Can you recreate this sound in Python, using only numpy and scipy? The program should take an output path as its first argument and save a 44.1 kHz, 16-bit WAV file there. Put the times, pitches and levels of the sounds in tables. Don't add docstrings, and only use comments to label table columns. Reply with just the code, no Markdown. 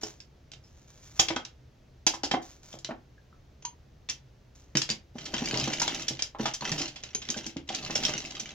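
import sys
import numpy as np
from scipy import signal
from scipy.fft import rfft, irfft, next_fast_len
from scipy.io import wavfile
from scipy.ndimage import uniform_filter1d

SR = 44100
rng = np.random.default_rng(int(sys.argv[2]) if len(sys.argv) > 2 else 0)


def unload_wav(signal):
    wavfile.write(
        sys.argv[1],
        SR,
        np.round(np.clip(np.atleast_2d(signal).T, -1, 1) * 32767).astype(np.int16),
    )


N = 376613
TIME_S = np.arange(N) / SR
RING_S = TIME_S[:SR // 4]

# (frequency [Hz], relative level [dB])
PLASTIC_SPECTRUM = [(100, -13), (400, -12), (1200, -15.5), (2200, -7.5), (3200, -1), (4100, -4.5),
                    (5300, 2), (7000, -1.5), (10000, -8), (16000, -11.5)]
# (frequency [Hz], gain [dB])
MIC_RESPONSE = [(6900, -3), (7600, -8.5), (8500, -26.5), (10200, -15.5), (11500, -24), (16000, -24)]


def amp(db):
    return 10 ** (np.asarray(db) / 20)


def evened(x):
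    return x / np.sqrt(np.mean(x ** 2) + 1e-20)


def unit(x):
    return evened(x) / np.sqrt(x.shape[-1])


def read(points, hz):
    f, value = np.transpose(points)
    return np.interp(np.log(hz + 1), np.log(f + 1), value)


def add(mix, start_s, sound):
    part = mix[:, round(start_s * SR):][:, :sound.shape[-1]]
    part += sound[..., :part.shape[1]]


def colour(x, points, tilt_db=0, pivot_hz=1000, peak_hz=1000, peak_db=0, peak_octaves=0.063, size=4096):
    hz = abs(np.fft.fftfreq(size, 1 / SR))
    db = read(points, hz) + tilt_db * np.clip(np.log2((hz + 1) / pivot_hz), -2, 2)
    db = db + peak_db / (1 + (np.log2((hz + 1) / peak_hz) / peak_octaves) ** 2)
    spectrum = np.exp(np.conj(signal.hilbert(np.log(amp(db)))))
    impulse = np.fft.ifft(spectrum).real[:size // 2]
    return signal.oaconvolve(x, impulse[None], axes=1)[:, :x.shape[1]]


def diffuse(x):
    # (frequency [Hz], correlation [-1..1])
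    likeness = [(60, 1), (250, 0.91), (500, 0.36), (1000, 0.3), (2000, 0.57)]
    size = next_fast_len(x.shape[1] + len(RING_S))
    same = read(likeness, np.fft.rfftfreq(size, 1 / SR))
    a, b = rfft(x, size)
    return irfft([a, same * a + np.sqrt(1 - same ** 2) * b], size)[:, :x.shape[1]]


def ports(x, lag_samples=4.0, most_rad=1.87):
    size = next_fast_len(len(x) + len(RING_S))
    lead_rad = most_rad * np.tanh(2 * np.pi * np.fft.rfftfreq(size) * lag_samples / most_rad)
    return irfft(rfft(x, size) * np.exp(-1j * lead_rad * [[0], [1]]), size)[:, :len(x)]


def ring(modes):
    total = 0
    for hz, db, t60_s in modes:
        decay = amp(db - 60 * RING_S / t60_s)
        total = total + rng.choice([-1, 1]) * decay * np.sin(2 * np.pi * hz * RING_S)
    return unit(total)


def burst(t60_s):
    return unit(rng.standard_normal(len(RING_S)) * amp(-60 * RING_S / t60_s))


def scatter(t60_s):
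    return diffuse(np.array([burst(t60_s), burst(t60_s)]))


def chatter(contact_s):
    u = RING_S / contact_s
    return unit(rng.standard_normal(len(RING_S)) * u * np.exp(-u))


def clicks(level_db=21, shell_db=-4.0, body_db=4, scatter_db=-4, scatter_t60_s=0.16,
           side_mode_db=-4, pan_db=1.8, count=10):
    # (time [s], level re level_db [dB], main ring [Hz], face chatter time [s])
    click_events = [(0.0339,-26,5460,0.00061), (.203,-40,5070,0.00059), (.517,-40.5,4890,0.00054),
                    (.534,-41,3900,0.0019), (1.1935,-13.5,3350,0.0022), (1.1951,-10.5,6700,0.0035),
                    (1.284,-21.5,3520,0.0019), (1.2848,-35.5,5450,0.0011), (1.3046,-28,2230,.0019),
                    (1.3613,-25.5,3260,0.0023), (1.4498,-33.5,3960,0.0014), (2.066,-11.5,6130,0.0011),
                    (2.0723,-16.5,4900,.0021), (2.139,-31.5,5640,0.0058), (2.234,-25.5,4580,0.0013),
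                    (2.241,-24.5,4930,0.0048), (2.3123,-19.5,3166,0.0019), (2.7278,-40,3560,0.0014),
                    (2.787,-42.5,7160,0.0021), (2.846,-27.5,4040,0.0011), (4.088,-28.5,3520,0.0022),
                    (4.096,-22,5798,0.0028), (4.7521,-21.5,2920,0.0022), (4.7703,-14,5700,.0004),
                    (4.8168,-20,4860,0.0018), (4.89,-26,3650,0.0015), (4.901,-20.5,4740,0.00035),
                    (4.9083,-26,4770,0.0038), (5.1833,-37,3030,0.004), (5.253,-29.5,4100,0.0072),
                    (5.339,-23.5,3110,0.0023), (5.3802,-29,3430,.002), (5.4572,-25.5,4730,0.0015),
                    (5.4853,-27.5,4930,.0015), (5.541,-24,2850,0.0018), (5.573,-23,4900,0.00066),
                    (5.5976,-23.5,5080,0.001), (5.6402,-25.5,6100,0.00071), (5.7311,-24.5,5040,0.0045),
                    (5.797,-21,5170,0.0033), (5.8179,-18.5,6380,0.00092), (5.8786,-19,3510,0.00036),
                    (5.9459,-28.5,6140,0.0024), (6.003,-38,6620,0.0011), (6.0226,-32,6720,0.00082),
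                    (6.0818,-19,5600,0.0027), (6.1908,-28,3230,0.0046), (6.222,-19,5020,0.00093),
                    (6.4546,-22,3520,0.0051), (6.536,-24.5,6070,0.0062), (6.7169,-23.5,4770,.001),
                    (6.778,-23.5,5030,0.013), (6.815,-26,5130,0.0019), (6.877,-32,4340,0.0051),
                    (6.958,-34.5,3350,0.0048), (7.036,-31,3860,.001), (7.216,-33,3670,0.0056),
                    (7.2874,-28,3530,0.0011), (7.3018,-21,6480,0.0008), (7.367,-31.5,6100,0.0077),
                    (7.4639,-28.5,5750,0.002), (7.567,-35.5,2900,0.0022), (7.689,-26.5,3280,0.0023),
                    (7.747,-23,4630,0.0021), (7.906,-31.5,5130,0.0013), (7.953,-17.5,5370,0.0035),
                    (8.034,-24,4960,.0015), (8.0512,-16,5410,0.0003), (8.093,-29,4550,0.0013),
                    (8.1787,-26.5,5900,0.00034), (8.2566,-35,5050,0.0016), (8.3067,-36,4660,.002),
                    (8.351,-35.5,3260,0.0003), (8.3963,-26,6000,0.0032), (8.491,-38.5,3380,0.00062)]
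    shell_t60_s = 0.032
    even_hz, brighten_db_per_oct_per_oct = 5370, 8.5
    out = np.zeros((2, N))
    for start_s, db, hz, contact_s in click_events:
        side_modes = [(f, side_mode_db, shell_t60_s) for f in rng.uniform(1300, 7600, count)]
        shell = ring([(hz, 0, shell_t60_s)] + side_modes)
        contact = ports(chatter(contact_s), lag_samples=rng.uniform(1.5, 12))
        shell = amp(shell_db) * ports(shell, lag_samples=rng.uniform(-3.7, 11.0))
        swell = 1 - np.exp(-RING_S / contact_s)
        sound = contact + swell * (shell + amp(scatter_db) * scatter(scatter_t60_s))
        tilt_db = brighten_db_per_oct_per_oct * np.log2(hz / even_hz)
        sound = colour(sound, PLASTIC_SPECTRUM, tilt_db, 6500, hz, body_db)
        sound = unit(colour(sound, MIC_RESPONSE))
        pan = np.array([[.5], [-.5]]) * pan_db * rng.standard_normal()
        add(out, start_s, amp(db + level_db + pan) * sound)
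    return out


def knocks(level_db=23, thud_s=0.0045, thud_db=-6, box_db=-5, hollow_db=-12, hollow_t60_s=0.036, count=6):
    # (time [s], level re level_db [dB], struck spot pitch [Hz], tilt [dB/octave])
    knock_events = [(0.032,-32.5,427,-1), (1.194,-23,786,1.5), (1.303,-25,326,0), (1.362,-26,255,7.5),
                    (2.066,-23.5,852,-2), (2.137,-33,1000,2), (2.235,-26.5,280,2), (2.313,-27,904,1),
                    (2.338,-19,260,0), (2.339,-22,727,4), (2.739,-39,690,-2), (2.89,-31.5,653,-2),
                    (2.907,-29,241,-1), (4.752,-21,139.4,-9.5), (4.899,-30,222,-10.5), (5.154,-32.5,235,-6),
                    (5.337,-29,240,-5), (5.419,-23.5,243,-6.5), (5.532,-25.5,134,-6.5),
                    (5.556,-30.5,594,-2), (5.587,-28.5,260,-4), (5.616,-28.5,140,-17),
                    (5.675,-24.5,229.5,-2), (5.816,-25.5,905,10), (6.106,-29.5,135,-6.5),
                    (6.348,-36.5,893,5), (6.395,-22,223,-5.5), (6.456,-24,816,8.5), (6.622,-32,924,4),
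                    (6.714,-26,152,-13.5), (6.805,-29.5,268,-6.5), (7.148,-38,408,-7), (7.295,-32.5,240,-8),
                    (7.362,-31,227,-7), (7.462,-34.5,235,-9), (7.562,-28,278,-9), (7.701,-31,735,0),
                    (7.897,-28.5,253,1), (7.956,-30.5,557,-2.5), (8.089,-31.5,390,-1),
                    (8.149,-30.5,136,-6.5)]
    # (frequency [Hz], relative level [dB], t60 [s])
    box_modes = [(135, -3, 0.06), (244, -1.5, 0.059), (330, -7.5, 0.24), (400, -1.5, 0.071),
                 (533, 1.5, 0.057), (726, -6.5, .06), (830, -1, 0.11), (920, 0.5, 0.035)]
    # (frequency [Hz], relative level [dB])
    cardboard_spectrum = [(40, -32.5), (90, -18.5), (135, -1.5), (250, 6), (380, 2.5), (750, 5), (1300, -2),
                          (2200, -10), (4000, -17), (9000, -44.5)]
    spot_cycles = 24
    out = np.zeros((2, N))
    for start_s, db, hz, tilt_db in knock_events:
        hollow = ring([(f, 0, hollow_t60_s) for f in rng.uniform(500, 2200, count)])
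        parts = [(thud_db, chatter(thud_s)), (box_db, ring(box_modes)), (hollow_db + tilt_db, hollow)]
        sound = 0
        for part_db, part in parts:
            sound = sound + amp(part_db) * unit(colour(ports(part), cardboard_spectrum, tilt_db, 340))
        swell = 1 - np.exp(-RING_S * hz)
        spot = ports(ring([(hz, 0, spot_cycles / hz)]) * swell)
        add(out, start_s, amp(db + level_db) * unit(sound + spot))
    return out


def jars(clink_db=22, tick_db=-3, tick_s=0.0022):
    # (time [s], level re clink_db [dB], tilt [dB/octave])
    clink_events = [(3.624, -47.5, -5.5), (3.6504, -27, -1), (7.148, -21.5, -1)]
    # (frequency [Hz], relative level [dB], t60 [s])
    jar_modes = [(6160, 16, 0.043), (6400, 12, 0.11), (6760, 7.5, 0.096), (10200, -4.5, 0.03),
                 (9980, 11.5, 0.08)]
    out = np.zeros((2, N))
    for start_s, db, tilt_db in clink_events:
        body = ports(ring(jar_modes))
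        tick = unit(colour(ports(chatter(tick_s)), PLASTIC_SPECTRUM))
        sound = unit(colour(body + amp(tick_db) * tick, MIC_RESPONSE, tilt_db, 4400))
        add(out, start_s, amp(db + clink_db) * sound)
    return out


def pings(level_db=21):
    # (time [s], level re level_db [dB])
    ping_events = [(.204, -53), (.64, -52), (2.241, -28.5), (4.818, -30)]
    # (frequency [Hz], relative level [dB], t60 [s])
    stiff_modes = [(5300, 3, 0.21), (5080, -4.5, .08)]
    out = np.zeros((2, N))
    for start_s, db in ping_events:
        add(out, start_s, amp(db + level_db) * ports(ring(stiff_modes)))
    return out


def taps(level_db=22, note_t60_s=0.043, twin_t60_s=0.019):
    # (time [s], level re level_db [dB], upper mode [Hz])
    tap_events = [(3.18, -55, 1667), (3.328, -54, 1310), (3.6493, -35, 962), (1.366, -29, 1273),
                  (7.345, -39.5, 1575)]
    out = np.zeros((2, N))
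    for start_s, db, hz in tap_events:
        note = ring([(hz, 0, note_t60_s), (.93 * hz, -5, twin_t60_s)])
        add(out, start_s, amp(db + level_db) * ports(note))
    return out


def slips(per_s, spread_db):
    size = amp(spread_db * np.minimum(rng.exponential(1, N), 3.5))
    return size * rng.choice([-1, 1], N) * (rng.random(N) < per_s / SR)


def catching(depth_db, grip_s):
    return amp(depth_db * evened(uniform_filter1d(rng.standard_normal(N), round(grip_s * SR))))


def stroke(start_s, length_s):
    attack_s, press_share = 0.005, 0.39
    start_db, end_db, settle_db_per_s = -8, -7, 359
    t = TIME_S - start_s
    arch_db = np.interp(t / length_s, [0, press_share, 1], [start_db, 0, end_db])
    settle_db = settle_db_per_s * np.maximum(t - length_s, 0)
    return np.clip(t / attack_s, 0, 1) * amp(arch_db - settle_db)


def rummage(rattle_db=-2.0, rub_db=-2.5, case_t60_s=0.023, grit_db=-9, scatter_db=-5, count=20):
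    # (start [s], length [s], case level re rattle_db [dB], rub level re rub_db [dB])
    stroke_events = [(5.144, 0.48, -44, -46), (5.328, 0.69, -35, -38.5), (5.77, 0.39, -43, -49.5),
                     (6.385, 0.11, -33, -37.5), (6.606, 0.25, -32.5, -36), (6.924, 0.31, -52, -56.5),
                     (7.243, 0.26, -41.5, -47.5), (7.673, 0.44, -40, -42), (7.905, 0.38, -35, -41.5),
                     (8.302, 0.23, -44, -47)]
    # (frequency [Hz], relative level [dB])
    rattle_spectrum = [(400, -22.5), (900, -12), (1200, -10), (2200, -7), (3300, -3), (4400, -6.5),
                       (5050, -4), (6700, -8), (7500, -14.5), (8600, -30), (10200, -32), (16000, -50.5)]
    # (frequency [Hz], relative level [dB])
    rubbing_spectrum = [(60, -4.5), (100, -12), (135, 8), (185, -3.5), (243, 5), (320, -3), (400, -2),
                        (470, -12), (570, -6.5), (820, -6.5), (1100, -27.5), (4000, -36.5)]
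    cases = np.zeros((2, N))
    for pitches_hz in rng.uniform(801, 7660, (count, 5)):
        body = ring([(hz, 0, case_t60_s) for hz in pitches_hz]) + .5 * burst(.004)
        case = ports(body, lag_samples=rng.uniform(-1.6, 8.1)) + amp(scatter_db) * scatter(0.028)
        scrape = slips(28, 4.5) * np.minimum(catching(depth_db=9, grip_s=.025), 3)
        cases += signal.oaconvolve(scrape[None], case, axes=1)[:, :N]
    grit = slips(300, 5.5) * catching(depth_db=3, grip_s=.012)
    rattle = evened(colour(evened(cases) + amp(grit_db) * evened(ports(grit)), rattle_spectrum))
    rub = evened(colour(ports(slips(700, 2.5)), rubbing_spectrum))
    out = np.zeros((2, N))
    for start_s, length_s, cases_db, wall_db in stroke_events:
        sound = amp(rattle_db + cases_db) * rattle + amp(rub_db + wall_db) * rub
        out += stroke(start_s, length_s) * sound
    return out


def slide(start_s, length_s):
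    attack_s, grip_db_per_s, let_go_db_per_s = 0.0057, 31.5, 160
    left_s = start_s + length_s - TIME_S
    drop_db = np.maximum(grip_db_per_s * left_s, -let_go_db_per_s * left_s)
    return np.clip((TIME_S - start_s) / attack_s, 0, 1) * amp(-drop_db)


def fingers(level_db=-1):
    # (start [s], length [s], end level re level_db [dB])
    slide_events = [(0.01, 0.0063, -42), (0.624, 0.18, -62), (0.874, 0.39, -50.5), (2.413, 0.098, -52),
                    (2.627, 0.09, -55.5), (4.548, 0.032, -57)]
    # (frequency [Hz], relative level [dB])
    sliding_spectrum = [(1000, -11), (3000, -11), (4500, -10), (6600, -1.5), (8500, -26), (16000, -26)]
    grains = slips(1500, 4.5) * catching(depth_db=2.5, grip_s=.05)
    friction = evened(colour(ports(grains), sliding_spectrum))
    gain = sum(amp(level_db + db) * slide(start_s, length_s) for start_s, length_s, db in slide_events)
    return friction * gain


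def room(x, wet_db=-5, build_s=0.0025):
    # (frequency [Hz], relative level [dB])
    echo_spectrum = [(120, -8.5), (300, -1), (900, -2), (8000, -1)]
    # (frequency [Hz], t60 [s])
    echo_decay = [(120, 0.25), (500, 0.25), (1400, 0.25), (7000, 0.12), (14000, 0.16)]
    hz, t, bands = signal.stft(diffuse(rng.standard_normal((2, SR // 2))), SR, nperseg=256)
    band_db = read(echo_spectrum, hz)[:, None] - 60 * t / read(echo_decay, hz)[:, None]
    tail = signal.istft(bands * amp(band_db), SR, nperseg=256)[1]
    build = 1 - np.exp(-(TIME_S[:tail.shape[1]] / build_s) ** 2)
    return amp(wet_db) * signal.fftconvolve(x, unit(tail * build), axes=1)[:, :N]


def hush(level_db=-56):
    # (frequency [Hz], relative level [dB])
    hush_spectrum = [(12, -44), (20, -10.5), (75, -2.5), (100, -11.5), (125, -2), (160, -15), (558, -22.5),
                     (1060, -31.5), (6360, -39.5), (8650, -57.5), (16000, -53)]
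    return amp(level_db) * evened(colour(diffuse(rng.standard_normal((2, N))), hush_spectrum))


def scene(right_db=0.6):
    box = clicks() + knocks() + jars() + pings() + taps() + rummage() + fingers()
    box = box * amp([[-right_db / 2], [right_db / 2]])
    return box + room(box) + hush()


def record(dry, edge_hz=16200):
    lowpass = signal.firwin(511, edge_hz, window=("kaiser", 9), fs=SR)
    return signal.oaconvolve(dry, lowpass[None], "same")


dry = scene()
out = record(dry)
unload_wav(out)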